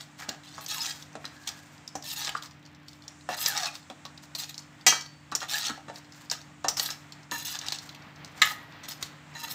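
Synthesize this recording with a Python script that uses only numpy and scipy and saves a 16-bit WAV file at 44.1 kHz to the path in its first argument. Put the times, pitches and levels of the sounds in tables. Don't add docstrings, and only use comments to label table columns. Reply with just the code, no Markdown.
import sys
import numpy as np
from scipy import signal
from scipy.fft import rfft, irfft, next_fast_len
from scipy.io import wavfile
from scipy.ndimage import uniform_filter1d

SR = 44100
rng = np.random.default_rng(int(sys.argv[2]) if len(sys.argv) > 2 else 0)


def bounce(signal):
    frames = np.transpose(np.atleast_2d(signal))
    limited = np.clip(frames, -1, 1)
    pcm = np.round(limited * 32767).astype(np.int16)
    wavfile.write(sys.argv[1], SR, pcm)


N = 420713
TIME = np.arange(N) / SR
AGE = np.arange(int(.6 * SR)) / SR
BEND_OCTAVES, BENDS_PER_S = .03, 9


def from_db(db):
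    return 10 ** (np.asarray(db) / 20)


def unit_power(x):
    return x / np.sqrt(np.mean(x ** 2) + 1e-20)


def add(out, start_s, sound):
    start = max(0, round(start_s * SR))
    out[start:start + len(sound)] += sound[:N - start]


def drift(turns_per_s):
    knots = rng.standard_normal(8192)
    return unit_power(np.interp(TIME * turns_per_s, np.arange(len(knots)), knots))


def decay(t60_s):
    return np.exp(-np.log(1000) * AGE / max(t60_s, 1e-3))


def onset(rise_s):
    return 1 - np.exp(-AGE / rise_s)


def colour(x, spectrum, focus_hz=1000, focus_db=0, octaves=1):
    size = next_fast_len(len(x))
    pitch = np.log2(np.maximum(np.arange(size // 2 + 1) * SR / size, 1))
    hz, db = np.transpose(spectrum)
    focus = focus_db * np.exp(-.5 * ((pitch - np.log2(focus_hz)) / octaves) ** 2)
    gain = from_db(np.interp(pitch, np.log2(hz), db) + focus)
    return unit_power(irfft(rfft(x, size) * gain, size)[:len(x)])


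def contact(spectrum, hz, focus_db, octaves, uneven_db):
    grid_hz = np.arange(60, 16000, 110)
    known_hz, known_db = np.transpose(spectrum)
    level_db = np.interp(np.log(grid_hz), np.log(known_hz), known_db)
    level_db += uneven_db * np.clip(rng.standard_normal(len(grid_hz)), -2, 1)
    noise = rng.standard_normal(len(AGE))
    return onset(0.00043) * colour(noise, np.c_[grid_hz, level_db], hz, focus_db, octaves)


def grains(per_s, spread_db):
    sizes = from_db(spread_db * np.minimum(rng.exponential(1, N), 4)) * rng.choice([-1, 1], N)
    return unit_power(sizes * (rng.random(N) < per_s / SR))


def narrow_tone(hz, width_hz):
    phase = 2 * np.pi * np.cumsum(hz) / SR
    steps = np.arange(len(hz)) * 2 * abs(width_hz) / SR
    knots = np.arange(int(steps[-1]) + 2)
    sine, cosine = (np.interp(steps, knots, row) for row in rng.standard_normal((len(knots), 2)).T)
    return unit_power(sine * np.sin(phase) + cosine * np.cos(phase))


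# pitch_hz, level_db
MOTOR_PARTIALS = [(147.8, -58.5), (246.2, -67.5), (295.9, -60.5)]


def motor_hum():
    out = np.zeros(N)
    for hz, db in MOTOR_PARTIALS:
        partial = np.sqrt(2) * np.sin(2 * np.pi * hz * TIME + 0.1 * drift(3.8))
        out += from_db(db + drift(4.4)) * partial
    return out


# pitch_hz, relative_db
RUMBLE_SPECTRUM = [(20, -40), (45, -58), (60, -40.5), (78, 10.5), (92, 7), (115, 5.5), (185, 5.5),
                   (225, -6.5), (330, 0), (400, -25), (900, -16), (3000, -66)]
WASH_SPECTRUM = [(40, -8), (150, 7), (400, -4.5), (800, 1), (1300, 0), (1900, 0), (2600, -4), (3700, -8.5),
                 (5500, -16.5), (9000, -40), (15000, -27)]
HISS_SPECTRUM = [(1000, -16.5), (3000, -27), (4700, -1), (7500, 7), (8800, -2.5), (10300, -13),
                 (13000, -45), (15500, -23)]
# time_s, level_db
WASH_SWELL = [(0, -56), (1.0, -54.5), (2.5, -56.5), (5.2, -57.5), (6.1, -56.5), (8.7, -49.5), (9.3, -52),
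              (9.54, -51)]
HISS_SWELL = [(0, -67), (2.3, -65.5), (2.8, -85), (3.15, -62.5), (5.1, -69.5), (7.1, -66.5), (8.7, -78.5),
              (9.54, -61)]


def room_tone():
    rumble = from_db(-61) * colour(rng.standard_normal(N), RUMBLE_SPECTRUM)
    wash_db = np.interp(TIME, *np.transpose(WASH_SWELL)) + 1.1 * drift(21)
    wash = from_db(wash_db) * colour(rng.standard_normal(N), WASH_SPECTRUM)
    hiss_db = np.interp(TIME, *np.transpose(HISS_SWELL))
    hiss = from_db(hiss_db) * colour(rng.standard_normal(N), HISS_SPECTRUM)
    return rumble + wash + hiss


def kitchen_reflections(direct, t60_s=0.31, delay_s=.008):
    tail = colour(rng.standard_normal(len(AGE)), [(200, 3.5), (4000, -3.0), (15000, -5.0)])
    tail = tail * decay(t60_s) * (AGE > delay_s)
    return signal.fftconvolve(direct, tail / np.linalg.norm(tail))[:N]


# middle_s, length_s, level_db
HEAP_TURNS = [(0.215, 0.08, -44), (0.974, 0.23, -49), (1.23, 0.082, -56), (1.507, 0.56, -52.5),
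              (2.45, 0.076, -48), (2.97, 0.35, -64), (3.768, 0.071, -46), (4.243, 0.044, -49.5),
              (4.59, 0.1, -56), (5.968, 0.079, -50), (6.197, 0.14, -54.5), (7.844, 0.23, -53),
              (8.39, 0.18, -55), (9.043, 0.084, -46)]
# pitch_hz, relative_db
RUSTLE_SPECTRUM = [(300, -12), (800, 2), (1700, 4), (2800, -2), (4500, 1.5), (7500, 0.5), (10300, -14),
                   (13000, -9.5), (15500, -10)]


def tumbling_vegetables():
    swell = np.zeros(N)
    for middle_s, length_s, db in HEAP_TURNS:
        arch = signal.windows.cosine(max(round(length_s * SR), 2))
        add(swell, middle_s - length_s / 2, from_db(db) * arch)
    clumps = grains(2500, spread_db=2.5) * from_db(4 * drift(60))
    return swell * colour(clumps, RUSTLE_SPECTRUM)


# pitch_hz, relative_db
HARD_SPECTRUM = [(100, -9.5), (400, -9), (800, -1), (1800, -6), (4200, -1), (7300, 0.5), (10300, -13.5),
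                 (12500, -9.5), (15500, -9.5)]
# start_s, level_db
PASTE_SMACKS = [(0.2206, -32), (1.0238, -31.5), (1.253, -23), (1.877, -27), (2.0243, -29), (2.4233, -28),
                (2.4578, -29.5), (2.627, -46), (2.6614, -40), (2.883, -30.5), (2.93, -42), (3.0216, -41),
                (3.0376, -45), (3.0793, -26.5), (3.7529, -26), (3.8995, -32), (4.052, -27), (4.1763, -34.5),
                (4.5431, -31), (4.579, -22.5), (5.009, -23.5), (5.0609, -34.5), (5.316, -28.5),
                (5.9582, -29), (6.122, -35.5), (6.4138, -37), (6.642, -27), (6.8591, -18.5),
                (7.1218, -29.5), (7.6136, -24), (7.6645, -23), (7.7857, -24), (7.891, -28.5),
                (7.9475, -29.5), (8.2466, -30.5), (8.399, -39)]


def paste_smacks(centre_hz=4450, spread_octaves=0.17, rise_octaves_per_s=70, faint_per_s=6):
    out = np.zeros(N)
    slot_s = .1
    slots = np.arange(0, N / SR, slot_s)
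    faint = [(s + slot_s * late, -42 + 2.5 * (2 * size - 1))
             for s, (late, size, chance) in zip(slots, rng.random((len(slots), 3)))
             if chance < slot_s * faint_per_s]
    rise = np.cumsum(2 ** np.minimum(rise_octaves_per_s * AGE, 1)) / SR
    for start_s, db in [*PASTE_SMACKS, *faint]:
        hz = centre_hz * 2 ** (spread_octaves * rng.standard_normal())
        film = contact(HARD_SPECTRUM, hz, focus_db=17, octaves=0.48, uneven_db=6)
        snap = film * (decay(0.021) + from_db(-24) * decay(0.15))
        chirp = np.sin(2 * np.pi * hz * rise) * decay(.03) * onset(.001)
        second_s = start_s + rng.uniform(.003, .012)
        add(out, min(start_s, TIME[-1]), from_db(db - 5.5) * snap)
        add(out, min(second_s, TIME[-1]), from_db(db - 15) * (snap + chirp))
    return out


# start_s, end_s, first_hz, last_hz, level_db
PITCHED_TONES = [(0.753, 0.803, 1167, 850, -46.5), (0.8, 0.835, 5080, 4980, -34),
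                 (1.302, 1.656, 1670, 1650, -58.5), (2.352, 2.356, 1360, 1190, -24),
                 (3.467, 3.551, 1900, 1430, -38), (3.562, 3.659, 902, 627, -41.5),
                 (3.664, 3.702, 2560, 2540, -40), (4.87, 4.912, 5990, 6170, -20),
                 (5.537, 5.577, 1705, 1776, -31.5), (5.693, 5.721, 273, 250, -42),
                 (6.7, 6.736, 5970, 5750, -43), (7.314, 7.376, 1810, 1757, -38),
                 (7.532, 7.575, 1710, 1635, -47.5), (8.418, 8.425, 4070, 3600, -18)]


def pitched_tones():
    out = np.zeros(N)
    for start_s, end_s, first_hz, last_hz, db in PITCHED_TONES:
        n = max(round((end_s - start_s) * SR), 64)
        tone = narrow_tone(np.linspace(first_hz, last_hz, n), width_hz=25 + 0.0367 * first_hz)
        add(out, start_s, from_db(db) * tone * signal.windows.tukey(n, .4))
    return out


# pitch_hz, rim_strike_db, wall_strike_db, t60_s
BOWL_MODES = [(753, -3.5, -27, 0.2), (1106, -19, -10, .16), (1250, -8, -0.5, 0.27), (1600, -10, -11, 0.39),
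              (1702, -7.5, 0.5, 0.28), (1790, -18, 3.5, 0.16), (1915, -32, -4, 1), (1970, 1, -5, 0.25),
              (2053, -18, 9.5, 0.15), (2190, -14, -2, 0.16), (2310, -1, -19, 0.28), (2554, 1.5, 0, 0.17),
              (2824, 0, -1, 0.24), (3015, -13.5, -9, 0.39), (3230, 3.5, -14, 0.24),
              (3266, -12.5, -1.5, 0.11), (3860, -7, -11.5, 0.33), (4000, -9.5, -7.5, 0.16),
              (4120, -4, -8.5, 0.28), (4502, -13.5, -19, 0.62), (4843, -12, -29, 0.48),
              (5640, 3, -26, 0.26), (6053, -3, -32.5, 0.19), (6400, -2.5, -30, 0.27), (6670, 1, -20, 0.17),
              (7000, -5, -17, 0.19), (7260, -6, -6, 0.28)]


def bowl_rings():
    rings = []
    for hz, _, _, t60_s in BOWL_MODES:
        twin_hz = hz + rng.choice([-1, 1]) * rng.uniform(9.3, 21.6)
        mode = np.sin(2 * np.pi * (hz * AGE + rng.random()))
        twin = .5 * np.sin(2 * np.pi * (twin_hz * AGE + rng.random()))
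        rings.append((mode + twin) * decay(t60_s) * onset(0.00091))
    return np.array(rings)


# start_s, level_db, brightest_hz, ping_t60_s
STEEL_CLINKS = [(0.2908, -16, 4100, 0.017), (0.6622, -25.5, 5200, 0.026), (0.8586, -27, 5040, 0.03),
                (1.475, -20, 3650, 0.032), (1.489, -22, 5370, 0.026), (1.953, -30.5, 6100, 0.11),
                (2.246, -21.5, 5000, 0.022), (2.292, -19, 3300, 0.013), (3.46, -6.5, 4400, 0.0084),
                (3.5748, -16.5, 5470, 0.035), (4.35, -23, 4240, 0.094), (5.351, -14.5, 5800, 0.058),
                (5.556, -31, 5500, 0.025), (5.667, -20, 5550, 0.027), (6.2991, -21, 4800, 0.014),
                (6.3131, -13, 5340, 0.019), (6.6834, -13, 5700, 0.08), (6.77, -22.5, 5560, 0.3),
                (6.796, -12, 4200, 0.03), (6.9032, -23, 5270, 0.092), (7.3123, -22, 4000, 0.024),
                (7.589, -22.5, 5700, 0.017), (7.6838, -18.5, 4020, 0.016), (7.722, -17, 4370, 0.035),
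                (9.0258, -16.5, 4230, 0.033)]


def steel_clinks(rings, food_t60_s=0.25):
    out = np.zeros(N)
    mode_hz = np.array(BOWL_MODES)[:, 0]
    for start_s, db, hz, t60_s in STEEL_CLINKS:
        tick = contact(HARD_SPECTRUM, hz, focus_db=20, octaves=0.62, uneven_db=3.5) * decay(0.03)
        ping = contact(HARD_SPECTRUM, hz, focus_db=12.5, octaves=0.14, uneven_db=4.5)
        ping *= decay(t60_s) + from_db(-28.5) * decay(0.19)
        octaves_away = np.abs(np.log2(mode_hz / hz))
        strengths = from_db(-31 - 1.6 * octaves_away + 4 * rng.standard_normal(len(mode_hz)))
        ring = strengths @ rings * decay(food_t60_s)
        add(out, start_s, from_db(db - 7) * (tick + ping + ring))
    return out


# start_s, crash_db, crash_hz, focus_db, crash_t60_s, ring_db, place (0 rim, 1 wall), skid_s
HARD_BLOWS = [(4.8646, -7.5, 5420, 6, 0.2, -22.5, 0.02, 0.033),
              (8.4174, -10.5, 3100, 10.5, 0.12, -19, 0.98, 0.0052)]


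def bowl_clangs(rings):
    out = np.zeros(N)
    _, rim_db, wall_db, _ = np.transpose(BOWL_MODES)
    for start_s, crash_db, hz, focus_db, t60_s, ring_db, place, skid_s in HARD_BLOWS:
        skid = 1 + 0.47 / (1 + (AGE / skid_s) ** 8)
        steel = contact(HARD_SPECTRUM, hz, focus_db, octaves=0.55, uneven_db=2)
        crash = from_db(crash_db - 9) * steel * decay(t60_s) * skid
        ring = from_db(ring_db + rim_db + place * (wall_db - rim_db)) @ rings
        damping = from_db(np.maximum(-340 * place * AGE, -19))
        add(out, start_s, crash + ring * damping)
    return out


# pitch_hz, width_hz, relative_db
PRESSED_MODES = [(933, 33, -3.5), (1252, 32, -8), (1782, 47, 1), (2750, 94, -1), (3480, 48, -10.5),
                 (4010, 70, 3.5), (5180, 54, -7), (6660, 220, -0.5)]


def hollow_ring(t60_s=0.18):
    hz, _, db = np.transpose(PRESSED_MODES)
    hz = hz * 2 ** (BEND_OCTAVES * rng.standard_normal())
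    strengths = from_db(db + 2.9 * rng.standard_normal(len(hz)))
    strengths /= np.hypot(1, hz / 2200)
    partials = np.sin(2 * np.pi * (np.outer(hz, AGE) + rng.random((len(hz), 1))))
    return strengths @ partials * decay(t60_s) * onset(0.0012)


def singing_bowl():
    bend = 2 ** (.5 * BEND_OCTAVES * drift(BENDS_PER_S))
    chord = sum(from_db(db) * narrow_tone(hz * bend, width / 2) for hz, width, db in PRESSED_MODES)
    return unit_power(chord)


# pitch_hz, relative_db
SOFT_SPECTRUM = [(80, -18), (220, 1.5), (380, -7.5), (600, 3.5), (900, -6), (1300, -1), (2000, -8),
                 (4000, -13.5), (8000, -16), (15000, -57)]
# start_s, level_db, pitch_hz, thud_relative_db, ring_relative_db
SPOON_LANDINGS = [(0.222, -35.5, 1386, -25, -14), (0.286, -28, 740, -12, -18),
                  (0.58, -28.5, 1110, -26, -25), (1.153, -26, 654, -20, -26), (1.243, -30, 1860, -17, -14),
                  (1.954, -26.5, 765, -15.5, -27), (2.35, -25, 1200, -39, -26),
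                  (3.289, -18, 735, -21.5, -16), (3.9, -29, 745, -15, -24), (4.052, -33.5, 1110, -20, -13),
                  (4.925, -17, 1310, -42, -13), (5.321, -22, 1156, -21, -15),
                  (5.417, -27.5, 1404, -26, -10), (5.697, -23.5, 1307, -20, -23),
                  (5.776, -34.5, 790, -32, -21), (5.882, -31.5, 896, -14, -11), (5.898, -31, 713, -16, -16),
                  (6.315, -28.5, 948, -38, -22), (6.645, -17.5, 790, -30, -12),
                  (6.681, -26.5, 1210, -40, -21), (7.318, -24.5, 983, -22, -3.5)]


def spoon_knocks(thud_hz=262):
    out = np.zeros(N)
    for start_s, db, hz, thud_db, ring_db in SPOON_LANDINGS:
        clunk = contact(SOFT_SPECTRUM, hz, focus_db=10, octaves=0.47, uneven_db=2)
        clunk *= decay(0.017) + from_db(-3) * decay(0.11)
        low_cut = signal.butter(2, 0.39 * hz, "high", fs=SR, output="sos")
        clunk = from_db(-8) * signal.sosfilt(low_cut, clunk)
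        answer = from_db(-11) * np.sin(2 * np.pi * hz * AGE) * decay(0.12)
        bottom = contact(SOFT_SPECTRUM, thud_hz, focus_db=22, octaves=0.6, uneven_db=1.5)
        thud = from_db(thud_db) * bottom * decay(0.11)
        ring = .5 * from_db(ring_db) * hollow_ring()
        add(out, start_s, from_db(db) * (clunk + answer + thud + ring))
    return out


# start_s, length_s, pressure_from_db, pressure_to_db,
# bite_from_db, bite_to_db, grit_db (relative to the bite), flatness (0 on edge, 1 lying flat)
SPOON_STROKES = [(0, 0.037, -35, -60, -38.5, -51, -14, 0), (0.189, 0.16, -42, -49, -65, -68, -16, 0),
                 (0.432, 0.17, -56, -56, -51, -51, -20, 0.13), (0.606, 0.041, -50, -47, -42, -48, -5, 0),
                 (0.677, 0.053, -58, -41, -36.5, -33, -9.5, 0.04),
                 (.735, 0.062, -41, -41.5, -39, -36, -7, 0.43),
                 (0.802, .05, -49, -40, -33.5, -35, -13, 0.07),
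                 (0.855, .06, -37, -41, -29.5, -36, -20, 0.05),
                 (1.472, 0.031, -51, -42, -26, -51.5, -20, 0.08),
                 (2.037, 0.098, -74, -43, -40.5, -35, -3, 0.13),
                 (2.156, 0.068, -45.5, -42, -37.5, -33.5, -5.5, 0.23),
                 (2.227, 0.058, -51, -31, -36, -36, -21, 0.18),
                 (2.363, 0.034, -49, -49, -37, -56, -17, 0.1),
                 (3.288, 0.059, -41, -34, -45, -39.5, -7, 0.4),
                 (3.365, 0.12, -48, -32.5, -39.5, -28.5, -2, 0.23),
                 (3.486, .19, -37.5, -34, -38, -34.5, -15, 0.04),
                 (4.38, 0.062, -52, -46.5, -35.5, -37, -7.5, 0.15),
                 (4.49, 0.026, -55, -56, -33.5, -54, -5, 0.1),
                 (5.401, 0.036, -54, -31, -40, -43, -15, 0.35),
                 (5.481, 0.053, -48, -36.5, -39, -34, -9, 0.02),
                 (5.529, 0.067, -46, -38, -34.5, -36, -5, 0), (5.598, 0.052, -40, -40, -33, -36, -20, 0.06),
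                 (5.648, 0.052, -48, -31, -26, -37.5, -24, 0.09),
                 (6.32, 0.023, -35, -40, -29, -44.5, -6.5, 0.2), (6.764, .11, -38, -46, -47, -38, 0, 0.15),
                 (6.885, 0.05, -35, -48, -48, -44.5, -16, 0.4),
                 (7.317, 0.11, -29.5, -59, -38, -37.5, -3, 0.79), (7.447, .11, -52, -42, -31, -40, -7, 0.2),
                 (7.615, 0.15, -39.5, -52, -47, -40, -27, 0.2),
                 (8.448, 0.068, -32, -36.5, -41, -38, -0.5, 0.1),
                 (8.831, 0.022, -49, -52, -47, -47, -15, 0.07), (8.879, 0.048, -50, -46, -42, -40.5, -5, 0),
                 (9.348, 0.071, -36.5, -49, -48, -39.5, -10, 0.7),
                 (9.429, 0.016, -52, -33, -35, -32, -6, 0.8), (9.471, 0.051, -52, -45, -51, -39, 1.5, 0.06)]


def stroke_controls(attack_s=0.0052, release_t60_s=0.085, settle_t60_s=0.4, wipe_db=-4):
    pressure_power, bite_power, grit_power, flat_power = np.zeros((4, N))
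    age = np.arange(SR) / SR
    for start_s, length_s, press_from, press_to, bite_from, bite_to, grit_db, flatness in SPOON_STROKES:
        progress = np.minimum(age / length_s, 1)
        since_end = np.maximum(age - length_s, 0)
        release = from_db(-60 * since_end / release_t60_s)
        settle = from_db(-13 - 60 * since_end / settle_t60_s)
        hold = np.minimum(age / attack_s, 1) * np.maximum(release, settle)
        pressure = hold * from_db(press_from + (press_to - press_from) * progress)
        bite = hold * from_db(bite_from + (bite_to - bite_from) * progress)
        grit = bite * from_db(grit_db + wipe_db * progress)
        add(pressure_power, start_s, pressure ** 2)
        add(bite_power, start_s, bite ** 2)
        add(grit_power, start_s, grit ** 2)
        add(flat_power, start_s, bite ** 2 * flatness)
    flat_share = flat_power / (bite_power + 1e-20)
    return np.sqrt(pressure_power), np.sqrt(bite_power), np.sqrt(grit_power), flat_share


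def stick_slip(pressure, bite, slips_per_s=115, depth_db=10):
    slips = np.cumsum(slips_per_s * 2 ** (.5 * drift(90))) / SR
    size = rng.uniform(.5, 2, 8192)[slips.astype(int)]
    pressure_share = pressure / (np.hypot(pressure, bite) + 1e-20)
    gain = from_db(depth_db * np.sqrt(pressure_share) * size * (.5 - slips % 1))
    return gain / np.sqrt(uniform_filter1d(gain ** 2, size=2048))


def rubbed_modes(spectrum, low_hz, high_hz, width_hz, turns_per_s, wander_db, count):
    known_hz, known_db = np.transpose(spectrum)
    out = np.zeros(N)
    for hz in np.geomspace(low_hz, high_hz, count) * rng.uniform(0.93, 1.02, count):
        db = np.interp(hz, known_hz, known_db) + 10 * np.log10(hz)
        bend = 2 ** (BEND_OCTAVES * drift(BENDS_PER_S))
        out += narrow_tone(hz * bend, width_hz) * from_db(db + wander_db * np.tanh(drift(turns_per_s)))
    return unit_power(out)


def gritty_paste(t60_s=0.033):
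    specks = grains(1500, spread_db=3.5) * from_db(4 * drift(70))
    ring = contact(HARD_SPECTRUM, hz=12860, focus_db=21.5, octaves=0.6, uneven_db=3) * decay(t60_s)
    return unit_power(signal.fftconvolve(specks, ring)[:N])


# pitch_hz, relative_db
EDGE_SPECTRUM = [(900, -43), (2200, -7), (3000, -7), (4200, -0.5), (5500, -4.5), (7300, -10), (8500, -7),
                 (10300, -20.5), (12500, -35), (15500, -16)]
WALL_SPECTRUM = [(150, -33), (400, -37), (600, -4.5), (760, 9.5), (1060, -9.5), (1250, 8.5), (1480, 2),
                 (1750, 9.5), (2300, -1.5), (3200, 2), (6000, -25)]


def spoon_scraping():
    pressure, bite, grit, flatness = stroke_controls()
    flicker = from_db(1.2 * drift(35) + 1.2 * drift(130) + drift(600))
    edge = from_db(-6) * bite * colour(grains(4000, spread_db=0.5), EDGE_SPECTRUM)
    wall = from_db(-6) * pressure * colour(grains(5000, spread_db=3), WALL_SPECTRUM)
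    chatter = stick_slip(pressure, bite)
    low = rubbed_modes(WALL_SPECTRUM, 780, 2300, width_hz=36, turns_per_s=18, wander_db=6.5, count=9)
    high = rubbed_modes(EDGE_SPECTRUM, 2650, 8000, width_hz=110, turns_per_s=55, wander_db=8, count=19)
    resonances = from_db(-4) * pressure * low + bite * high
    grating = from_db(-1.5) * flicker * chatter * (edge + wall + resonances)
    song = from_db(-5) * np.hypot(pressure, bite) * singing_bowl()
    specks = grit * gritty_paste()
    clicks = colour(grains(130, spread_db=0), HARD_SPECTRUM, focus_hz=6900, focus_db=11.5)
    crackle = (from_db(-13) * bite + from_db(-76)) * clicks
    return np.sqrt(1 - flatness) * grating + np.sqrt(flatness) * song + specks + crackle


def scene():
    rings = bowl_rings()
    strikes = bowl_clangs(rings) + steel_clinks(rings) + spoon_knocks()
    stirring = strikes + spoon_scraping() + pitched_tones() + tumbling_vegetables() + paste_smacks()
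    reflections = from_db(-12) * kitchen_reflections(stirring)
    return (stirring + reflections + motor_hum() + room_tone())[None]


def record(dry, low_cut_hz=50, high_cut_hz=15550):
    high_pass = signal.butter(2, low_cut_hz, "high", fs=SR, output="sos")
    low_pass = signal.ellip(12, .1, 80, high_cut_hz, fs=SR, output="sos")
    clipped = np.clip(signal.sosfilt(high_pass, dry), -1, 1)
    return signal.sosfilt(low_pass, clipped)


dry = scene()
out = record(dry)
bounce(out)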